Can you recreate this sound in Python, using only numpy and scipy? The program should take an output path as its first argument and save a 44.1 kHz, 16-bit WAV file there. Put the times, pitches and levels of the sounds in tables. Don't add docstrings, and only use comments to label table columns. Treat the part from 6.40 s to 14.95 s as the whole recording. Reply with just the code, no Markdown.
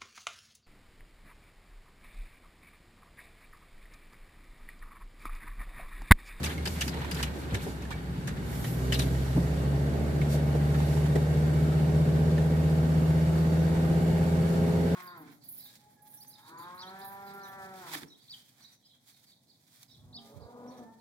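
import sys
import numpy as np
from scipy import signal
from scipy.io import wavfile
from scipy.ndimage import uniform_filter1d

SR = 44100
rng = np.random.default_rng(int(sys.argv[2]) if len(sys.argv) > 2 else 0)


def generate_wav(signal):
    frames = np.transpose(np.atleast_2d(signal))
    scaled = np.clip(frames, -1, 1) * 32767
    pcm = np.round(scaled).astype(np.int16)
    wavfile.write(sys.argv[1], SR, pcm)


def amplitude_ratio(level_db):
    exponent = np.asarray(level_db, float) / 20
    return 10 ** exponent


N = 377055

# [t/s, firings per second/Hz, load level/dB]
ENGINE = [(1.75, 43.82, -9), (2.0, 49.49, -10), (2.12, 56.55, -13), (2.25, 60.28, -11), (2.38, 63.0, -8),
          (2.62, 65.07, -2), (2.85, 66.12, -4.5), (3.2, 69.06, -0.5), (3.42, 70.84, -0.5), (3.62, 72.55, 2),
          (3.8, 73.2, -0.5), (4.4, 73.9, 0), (4.6, 75.1, -1), (5.8, 78.18, 1), (6.3, 78.55, -0.5),
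          (7.0, 80.25, -0.5), (7.6, 81.85, 2), (8.55, 84.3, 2)]
# [f/Hz, width/Hz, level/dB]
CABIN = [(63, 2.1, -45), (113, 10.4, -68), (138.3, 12.3, -49.5), (177.8, 12.5, -50.5), (217.5, 14, -57),
         (236, 5.8, -56.5), (256, 18, -59), (276, 12, -64.5), (324, 6.4, -62), (365, 13, -73),
         (380, 32, -65), (420.3, 8.6, -53.5), (460, 18, -68), (471, 4.6, -56), (500, 4.8, -54),
         (523, 13.5, -54), (557, 26, -61.5), (577, 11.5, -52.5), (628.6, 14, -52.5), (672.3, 16, -53),
         (742.0, 7.8, -59), (800, 12.6, -53), (870, 22, -57), (956, 6.7, -54.5)]
# [t/s, level/dB]
PACE = [(0, 0.5), (.38, -5), (.7, 0.5), (1.24, -4.5), (1.6, -7.5), (2.16, -1), (2.5, 0), (3.36, 3),
        (4.4, 5.5), (5.3, 6), (6.0, 5), (7.0, 7), (8.55, 7.5)]
# [f/Hz, level/dB]
ROAR = [(120, -40), (220, 0), (310, -2.5), (420, -2), (520, -7.5), (630, -9.5), (720, -9), (810, -6.5),
        (1000, -17.5), (1400, -39)]
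# [f/Hz, level/dB]
TRIM = [(300, -33), (800, -2.5), (1100, -2.5), (1700, 3.5), (2300, -1.5), (3000, -3.5), (4000, -2),
        (6000, -25.5)]
# [f/Hz, left minus right/dB]
LEAN = [(60, -7), (110, 3), (200, -0.5), (380, 0), (700, -3), (1290, -1), (2380, -2), (4400, 4), (8120, -6),
        (15000, -2.5)]
SIDES = np.array([[1], [-1]])


def engine(count=15):
    # [harmonic, level/dB]
    standing_out = [(3, -13), (4, -6), (6, 10), (7, 8), (8, 4), (9, 14), (11, 13), (12, 8.5), (13, 8),
                    (14, 5.5), (15, 16), (16, -2), (17, 7), (18, 9.5), (19, 9), (20, 18), (21, 15.5),
                    (22, 12), (23, 5), (24, 12), (25, 15.5), (26, 2.5), (27, 12), (28, 11), (29, 6),
                    (30, 8), (31, 9), (32, 6.5), (33, 7), (34, 0), (35, -8), (36, 1), (37, 2.5), (38, 2),
                    (39, 2), (40, 3), (41, 0), (42, 3.5), (43, -1), (44, -8), (45, 0), (46, -3.5),
                    (47, 0.5), (48, 2), (49, 1), (50, -10), (51, -2), (52, -4.5), (53, -3.5), (54, 2),
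                    (55, -9), (56, -8), (57, -5), (58, -14)]
    # [harmonic, level/dB]
    bark = [(20, 2.9), (30, 18.3), (35, 33), (50, 7.4)]
    # [f/Hz, level/dB]
    exhaust = [(44, -60), (50, -54), (56, -46), (60, -48), (63.5, -31.5), (70, -32), (78, -32),
               (83.5, -35.5)]
    # [f/Hz, level/dB]
    octave = [(88, -53), (99, -44), (106, -42), (114, -40), (131, -32), (139, -29.5), (150, -26),
              (159, -25), (167, -26.5)]
    # [t/s, width/s, level/dB]
    slack = [
        (2.62, 0.046, 1),
        (3.12, 0.051, -13.5),
        (3.62, 0.12, -9.5),
    ]
    controls = columns(ENGINE) + [np.arange(N) / SR, wander(hz=9.0)]
    hz, load_db, t, hunt = (c[::count] for c in controls)
    first_db = read(exhaust, hz)
    second_db = read(octave, 2 * hz) + sum(db * np.exp(-((t - s) / width) ** 2) for s, width, db in slack)
    own_level = {5: amplitude_ratio(first_db), 10: amplitude_ratio(second_db)}

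    cycle_hz = hz / 5
    turn = 2 * np.pi * np.cumsum(cycle_hz * (1 + 0.0007 * hunt)) * count / SR
    harmonic_db = {round(k): db for k, db in standing_out}
    bark_db = {round(k): db for k, db in bark}
    opening = np.exp(-((t - 2.47) / 0.22) ** 2)
    out = np.zeros((2, len(hz)))
    for k, (start, spread, uneven) in enumerate(rng.standard_normal((62, 3)), 1):
        last_hz = k * cycle_hz[-1]
        level = modes(CABIN, k * cycle_hz) * amplitude_ratio(load_db + harmonic_db.get(k, 2.0 * uneven - 8.0))
        level = level * amplitude_ratio(bark_db.get(k, 0) * opening)
        level = own_level.get(k, level)
        apart = min(0.6, 0.0091 + 0.0009 * last_hz) * np.tanh(2 * spread) * SIDES
        lean = amplitude_ratio(read(LEAN, last_hz) / 2 * SIDES)
        out += lean * level * np.sqrt(2) * np.cos(k * turn + 9 * start + apart)
    running = np.clip((np.arange(N) / SR - ENGINE[0][0]) * 10, 0, 1)
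    return signal.resample_poly(out, count, 1, axis=1)[:, :N] * running * amplitude_ratio(0.55 * wander(hz=24.4))


def driveline():
    # [t/s, width/s, level/dB, f/Hz]
    lurches = [(0.04, 0.042, -33.5, 76.4), (.22, 0.037, -36, 73.7), (.33, 0.051, -39, 79.3),
               (.43, 0.046, -33.5, 69.2), (.56, 0.034, -42, 73.1), (.72, 0.029, -40, 71.8),
               (.83, 0.039, -45, 66.2), (.95, 0.36, -40, 70), (1.5, 0.048, -36, 63),
               (1.68, 0.051, -40, 63.4), (2.3, 0.28, -36.5, 57.7)]
    # [t/s, f/Hz, level/dB]
    mount = [(1.98, 150, -36), (2.11, 153.5, -37), (2.2, 155.2, -39.5), (2.33, 162.1, -38.5),
             (2.44, 171.8, -32), (2.54, 170.6, -31), (2.64, 172, -44), (2.74, 169.6, -32),
             (2.9, 167.4, -49), (2.99, 169.9, -31), (3.06, 159.5, -42), (3.12, 154, -37), (3.22, 150, -31)]
    coast = drone(lurches, columns(lurches)[2], swells(lurches, floor_db=-47.0), width=6.5, fuzz=0.3)
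    return coast + drone(mount, *columns(mount), width=6.0, fuzz=0.76)


def clicks():
    # [f/Hz, level/dB]
    snap = [(1500, -1), (2600, 10), (3800, 5), (5000, 8.5), (6000, 9), (7200, 6), (9200, 4), (12000, -1),
            (15000, 3)]
    # [f/Hz, left minus right/dB]
    ring_lean = [(1050, -8), (1750, -1), (2900, 0), (3800, 7), (4900, 15), (5600, -10), (7200, -8)]
    # [t/s, peak level/dB, ring f/Hz]
    rattles = [(0.0327, -30, 1720), (.0322, -33, 4900), (0.0398, -24.5, 2980), (0.2558, -28, 4890),
               (.2572, -27, 1660), (.2744, -31, 1690), (.41, -21.5, 2930), (0.417, -32, 1545),
               (0.479, -26, 4880), (0.7134, -25.5, 4870), (.7466, -29, 4920), (.829, -20, 2950),
               (2.591, -29, 5730)]
    # [t/s, peak level/dB, ring f/Hz]
    relay_on = [
        (1.1431, -28.5, 2170),
        (1.147, -36, 3800),
        (1.4218, -35.5, 2540),
        (1.8737, -29, 1720),
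        (1.878, -30, 1810),
    ]
    # [t/s, peak level/dB, ring f/Hz]
    relay_off = [
        (0.793, -27.5, 1080),
        (1.5055, -33, 1114),
        (1.513, -34, 3320),
        (2.243, -26, 1860),
    ]
    # [t/s, peak level/dB, ring f/Hz]
    stalk = [
        (0.062, -30, 4900),
        (.18, -33, 2170),
        (2.523, -27, 3531),
        (2.528, -30, 1960),
        (2.5445, -24, 3700),
        (2.592, -29, 4360),
        (2.595, -25, 3870),
        (2.6199, -26, 3560),
    ]
    # [t/s, peak level/dB, ring f/Hz]
    knocks = [(0.5412, -32, 804), (0.5722, -30, 905), (0.616, -27, 935), (.646, -26, 960), (.68, -35, 800),
              (1.968, -32, 1740), (3.815, -24, 2180), (4.343, -28, 1700), (4.403, -37, 2130),
              (4.6591, -32, 1460), (4.756, -35, 1310), (5.9797, -26.5, 1800)]
    # [t/s, peak level/dB, ring f/Hz]
    pings = [(.04, -33, 6030), (.046, -33, 2930), (.0595, -34, 2800), (.0403, -46, 1950),
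             (.0588, -30, 2200), (.2598, -27, 3000), (.387, -38, 1800), (.2748, -27, 4870),
             (.412, -29, 3300), (.492, -40, 4770), (.805, -35, 1500), (.4199, -28, 2420),
             (0.4795, -31, 1660), (.4823, -39, 3960), (.5417, -40, 2900), (.5412, -28, 1970),
             (.5721, -42, 2830), (.6155, -33, 2820), (.6479, -43, 1690), (.7143, -30, 1660),
             (.7153, -30, 3520), (0.7454, -35, 1900), (.83, -33, 6030), (0.829, -29, 2510),
             (.83, -34, 9350), (1.1448, -36, 6230), (1.147, -34, 10800), (1.452, -34, 1766),
             (1.8746, -46, 2560), (1.8736, -50, 5870), (2.2453, -36, 3080), (2.5242, -27, 1900),
             (2.55, -29, 2900), (2.604, -32, 3950), (2.963, -41, 678), (3.946, -43, 589), (4.151, -32, 596),
             (4.757, -27, 1540), (4.766, -35, 1620), (6.108, -40, 638), (6.171, -38, 517)]
    # [t/s, peak level/dB, ring f/Hz]
    hums = [
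        (.175, -35, 2150),
        (1.526, -35, 2280),
        (2.552, -36, 3860),
    ]
    # [t/s, peak level/dB, ring f/Hz]
    tiny = [(.0395, -36, 1766), (.042, -26, 2620), (.0435, -27, 3704), (.0455, -29, 5512),
            (.0575, -29, 2153), (.4107, -26, 6029), (.4122, -27, 3747), (.4195, -26, 1740),
            (.421, -27, 3300), (.789, -25, 1820), (.8037, -26, 977), (1.149, -24, 1690),
            (1.1703, -31, 1723), (1.511, -34, 1500), (1.5136, -31, 1200), (1.519, -26, 1766),
            (1.8748, -39, 2713), (2.2495, -29, 1880), (2.5224, -29, 7100), (2.5224, -27, 4100),
            (2.5223, -12, 2940), (2.5234, -26, 1740), (2.5275, -25, 4930), (2.5293, -19, 2660),
            (2.536, -27, 2600), (2.537, -26, 4780), (2.5433, -25, 4091), (2.5433, -31, 2067),
            (.4112, -24, 2780), (.8295, -24, 2770), (1.5059, -21.5, 940), (2.5935, -29, 3780),
            (2.5488, -26, 3359), (2.5557, -29, 2924), (2.594, -32, 1766), (2.5996, -26, 3876),
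            (4.351, -29, 1341), (4.7562, -23, 1920), (4.7607, -27, 1790), (4.401, -23.5, 870),
            (4.57, -24, 885), (4.665, -24, 877), (2.968, -27, 920), (2.98, -29, 926)]
    # [time to fall 60 dB/s, edge level/dB, ring share/0-1]
    sharing = [
        (.09, -6, .86),
        (.11, -10, .65),
        (.1, -19, .78),
        (.09, -11, .86),
        (.085, -21, .85),
        (.065, -20, .97),
        (.3, -25, .98),
        (.05, -30, .995),
    ]
    ticks = [(s + 0.0007, db + 3.0, hz) for s, db, hz in tiny]
    kinds = zip((rattles, relay_on, relay_off, stalk, knocks, pings, hums, ticks), sharing)

    body = noise(TRIM, 1200, 14000, patchy_db=2.5, size=256)
    edge = noise(snap, 5500, 14000, patchy_db=2.5, size=256)
    chatter = amplitude_ratio(0.66 * wander(hz=362.0))
    out = np.zeros((2, N))
    for s, db, hz, t60, top_db, share in (row + kind for rows, kind in kinds for row in rows):
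        at, shape = burst(s - 0.001, max(t60, 0.01), rise_s=0.002)
        share = np.clip(share, 0, 1)
        t = np.arange(len(shape)) / SR
        struck = np.sqrt(2) * np.sin(2 * np.pi * hz * t - [[0.4], [0]]) * shape ** 1.2
        ring = 1.2 * struck + 0.3 * evened(resonate(edge[:, at] + body[:, at], hz, 280.0))
        ring = ring * amplitude_ratio(read(ring_lean, hz) / 2 * SIDES)
        rest = np.sqrt(1 - share ** 2) * body[:, at] + amplitude_ratio(top_db) * edge[:, at]
        out[:, at] += amplitude_ratio(db + top_db - 4.5) * np.exp(-t / 0.0015) * edge[:, at]
        out[:, at] += amplitude_ratio(db - 9.0) * shape * (share * ring + rest * chatter[at])
    return out


def bumps():
    # [t/s, peak level/dB, f/Hz, time to fall 60 dB/s, knock level over thump/dB]
    joints = [(0.023, -34, 170, .15, -24), (0.371, -27, 155, 0.12, -29), (0.436, -25, 155, 0.098, -29),
              (.46, -29, 224, 0.21, -29), (0.721, -29, 160, 0.23, -27), (0.268, -25.5, 210, 0.091, -16),
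              (0.39, -33, 88.6, 0.092, -32), (.43, -36, 90, 0.073, -28), (0.505, -36.5, 128, 0.18, -4),
              (.95, -36, 302, 0.43, -11), (1.127, -23, 140, 0.053, -23), (1.1382, -12.5, 126, 0.07, -34),
              (1.122, -27, 500, 0.075, -14), (1.14, -30, 416, 0.12, -14), (.54, -32, 440, 0.087, -9),
              (0.264, -30, 400, 0.054, -9), (1.264, -27, 407, 0.097, -9.5), (1.282, -26, 169, .08, -21),
              (1.539, -26, 80.5, 0.11, -18), (2.96, -15, 160, 0.09, -24), (2.971, -19, 264, 0.12, -16),
              (3.024, -22, 190, .08, -25), (3.302, -30, 138.1, 0.12, -18), (3.94, -27.5, 581.6, 0.13, -12),
              (4.149, -28, 500.6, 0.054, -2), (4.752, -23, 424, 0.076, -4), (6.107, -41, 526.3, 0.06, -2),
              (6.171, -44, 521, 0.057, -7)]
    knock = noise(ROAR, 300, 900, patchy_db=-2.5, size=512)
    out = np.zeros((2, N))
    for s, db, hz, t60, knock_db in joints:
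        at, shape = burst(s, max(t60, 0.02), rise_s=0.0026)
        thump = np.sin(2 * np.pi * np.cumsum(hz * (0.65 + 0.727 * shape)) / SR)
        out[:, at] += amplitude_ratio(db - 1.5) * (shape * thump + amplitude_ratio(knock_db) * shape ** 0.5 * knock[:, at])
    return out


def rustle():
    # [t/s, width/s, level/dB]
    shifts = [(.1, 0.07, -44.5), (.56, 0.44, -48.5), (.68, .07, -60), (.79, 0.039, -43.5),
              (1.12, 0.074, -48.5), (1.25, 0.096, -54), (2.0, 0.18, -62), (2.7, 0.2, -52), (4.38, 0.1, -49)]
    size = amplitude_ratio(4.4 * np.minimum(rng.exponential(1, N), 3))
    hits = size * (rng.random(N) < 170.0 / SR)
    decay = amplitude_ratio(-60 * np.arange(2000) / SR / 0.35)
    grains = evened(signal.oaconvolve(hits, decay)[:N])
    return amplitude_ratio(swells(shifts, floor_db=-60)) * grains * noise(TRIM, 600, 4000, patchy_db=3.0, size=256)


def palms():
    # [t/s, width/s, level/dB]
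    squeeze = [
        (1.25, 0.042, -62),
        (2.14, 0.065, -55),
        (2.28, 0.084, -50),
        (2.64, 0.046, -59),
    ]
    # [f/Hz, level/dB]
    skin = [(4000, -14), (6500, -34), (9000, 0.5), (12000, 5), (15000, 4)]
    top_db = hands_db()
    floor_db = top_db - 4.5 + 0.91 * np.minimum(top_db + 54.5, 0)
    return amplitude_ratio(swells(squeeze, floor_db)) * noise(skin, 6000, 13600, 0.91, size=512)


def road_rumble():
    # [f/Hz, level/dB]
    rumble = [(25, -32), (45, -23), (62, -3.5), (80, 3), (100, -10), (135, 2.5), (165, 3), (200, -9.5),
              (260, -8.5), (340, -17), (500, -46)]
    # [t/s, width/s, level/dB]
    rough = [
        (.5, 0.28, -59),
        (1.15, 0.048, -50),
        (1.85, 0.12, -54.5),
    ]
    pace_db, = columns(PACE)
    rumble_db = swells(rough, -53 + 0.23 * pace_db)
    return amplitude_ratio(rumble_db) * noise(rumble, 88, 112, patchy_db=1.1, size=2048)


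def road_roar():
    pace_db, = columns(PACE)
    throb = 1 + 0.12 * np.cos(2 * np.pi * np.cumsum(columns(ENGINE)[0]) / SR)
    panels = [(f, width, 2.0) for f, width, _ in CABIN]
    roar = noise(ROAR, 140, 1000, 0.3, size=4096, rings=lambda hz: 0.5 + modes(panels, hz))
    return amplitude_ratio(-42 + 0.55 * pace_db) * throb * roar


def hiss():
    # [f/Hz, level/dB]
    air_colour = [(500, -69), (900, 5), (1300, 4.5), (1800, 1.5), (2300, -4.5), (2700, -6), (3500, -10.5),
                  (4600, -11), (5200, -19.5), (7000, -37)]
    # [f/Hz, level/dB]
    slide = [(2500, -1), (4500, -1), (6000, 1), (8000, 1), (10000, -3), (12500, -2.5), (15000, -5),
             (18000, -2)]
    # [f/Hz, width/Hz, level over the hiss/dB]
    dash = [(1550, 80, 0), (1870, 80, 0), (2190, 30, 6), (2900, 120, 0), (3320, 60, 0), (3680, 30, 7),
            (4500, 110, 4), (5130, 60, -2), (6920, 80, -2), (2290, 25, 2), (3520, 25, 2), (3890, 30, 2),
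            (5540, 40, 2), (9630, 25, 3)]
    pace_db, = columns(PACE)
    gust = amplitude_ratio(0.5 * wander(hz=30.0))
    air = noise(air_colour, 880, 6200, 1.0, size=2048, rings=lambda hz: 1 + modes(dash, hz))
    top = noise(slide, 7570, 11400, 1.0, rings=lambda hz: 1 + modes(dash, hz))
    return gust * (amplitude_ratio(-48.5 + 0.45 * pace_db) * air + amplitude_ratio(hands_db() - 2.0) * top)


def hands_db():
    # [t/s, width/s, level/dB]
    hands = [(.1, 0.051, -53.5), (.33, 0.058, -52), (.45, 0.042, -50), (.6, 0.015, -59), (.8, 0.047, -52.5),
             (1.0, 0.039, -59), (1.235, 0.02, -55), (1.29, 0.059, -57.5), (2.15, 0.066, -57),
             (2.27, 0.043, -54), (2.45, 0.2, -57.5), (2.62, 0.04, -50.5), (2.85, 0.29, -57.5),
             (3.93, 0.026, -48.5), (4.5, 0.17, -57.5), (8.13, 0.045, -60)]
    return swells(hands, -61 + 0.57 * columns(PACE)[0])


def noise(shape, lo_hz, hi_hz, patchy_db, size=1024, rings=lambda hz: 1):
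    # [f/Hz, likeness/0-1]
    likeness = [(30, 0.93), (150, 1), (250, 0.7), (500, 0.48), (1000, 0.32), (2000, 0.35), (4000, 0.031),
                (8000, 0.085), (14000, 0.076)]
    frames, hz = 4 * N // size + 5, np.fft.rfftfreq(size, 1 / SR)
    a, b, c, d, patches = rng.standard_normal((frames, len(hz), 5), np.float32).T
    patches = uniform_filter1d(uniform_filter1d(patches, size=10, axis=0), size=10, axis=1)
    patches = evened(patches)
    same = np.clip(read(likeness, hz), 0, 1)[:, None]
    lag = 2 * np.pi * 0.000364 * hz * np.clip(hz / 1050.0 - 0.4, 0, 1)
    left = a + 1j * b
    right = same * left * np.exp(1j * lag)[:, None] + np.sqrt(1 - same ** 2) * (c + 1j * d)
    lean = amplitude_ratio(read(LEAN, hz) / 2)[:, None]
    level = amplitude_ratio(read(shape, hz)) * rings(hz)
    z = np.array([left * lean, right / lean]) * level[:, None] * amplitude_ratio(patchy_db * patches)
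    inside = np.sum(level[(hz > lo_hz) & (hz < hi_hz)] ** 2) / np.sum(level ** 2)
    sound = signal.istft(z.astype(np.complex64), nperseg=size, noverlap=3 * size // 4)[1][:, :N]
    return evened(sound) / np.sqrt(inside)


def drone(rows, hz, db, width, fuzz):
    t = np.arange(N) / SR
    boom = evened(resonate(resonate(rng.standard_normal(N), hz, width), hz, width))
    steady = np.sqrt(2) * np.cos(2 * np.pi * np.cumsum(hz) / SR)
    fade_in = np.clip((t - rows[0][0]) * 10 + (rows[0][0] < 0.1), 0, 1)
    fade_out = np.clip((rows[-1][0] - t) * 10, 0, 1)
    return amplitude_ratio(db) * (fuzz * boom + np.sqrt(1 - min(fuzz, 1) ** 2) * steady) * fade_in * fade_out


def burst(s, t60, rise_s):
    start = round(s * SR)
    t = np.arange(min(round(0.3 * SR), N - start)) / SR
    return slice(start, start + len(t)), (1 - np.exp(-t / rise_s)) * amplitude_ratio(-60 * t / t60)


def modes(table, hz):
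    return np.sqrt(sum(amplitude_ratio(2 * db) / (1 + (2 * (hz - f) / width) ** 2) for f, width, db in table))


def resonate(x, hz, width):
    turn = np.exp(2j * np.pi * np.cumsum(hz * np.ones(x.shape[-1])) / SR)
    r = np.exp(-np.pi * width / SR)
    return 2 * (turn * signal.lfilter([1 - r], [1, -r], x / turn)).real


def swells(rows, floor_db, count=50):
    t = np.arange(0, N, count) / SR
    power = sum(amplitude_ratio(2 * db) * np.exp(-((t - s) / width) ** 2) for s, width, db, *_ in rows)
    return 10 * np.log10(amplitude_ratio(2 * floor_db) + np.interp(np.arange(N) / SR, t, power))


def wander(hz):
    return evened(signal.sosfilt(signal.butter(2, hz, fs=SR, output="sos"), rng.standard_normal(N)))


def columns(rows):
    s, *values = np.transpose(rows)
    return [np.interp(np.arange(N) / SR, s, v) for v in values]


def read(points, hz):
    f, value = np.transpose(points)
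    return np.interp(np.log(hz + 1), np.log(f + 1), value)


def evened(x):
    return x / np.sqrt(np.mean(x ** 2) + 1e-20)


def scene():
    car = engine() + driveline() + bumps()
    small_parts = clicks() + rustle() + palms()
    return car + small_parts + road_rumble() + road_roar() + hiss()


def band_limit(x):
    return signal.sosfilt(signal.butter(12, 15690, fs=SR, output="sos"), x)


def record(dry):
    heard = signal.sosfilt(signal.butter(3, 44.0, "high", fs=SR, output="sos"), dry)
    top_cut = signal.firwin(401, 14570, window=("kaiser", 6), fs=SR)
    heard = signal.oaconvolve(heard, top_cut[None], "same", axes=1)
    return band_limit(heard)


dry = scene()
out = record(dry)
generate_wav(out)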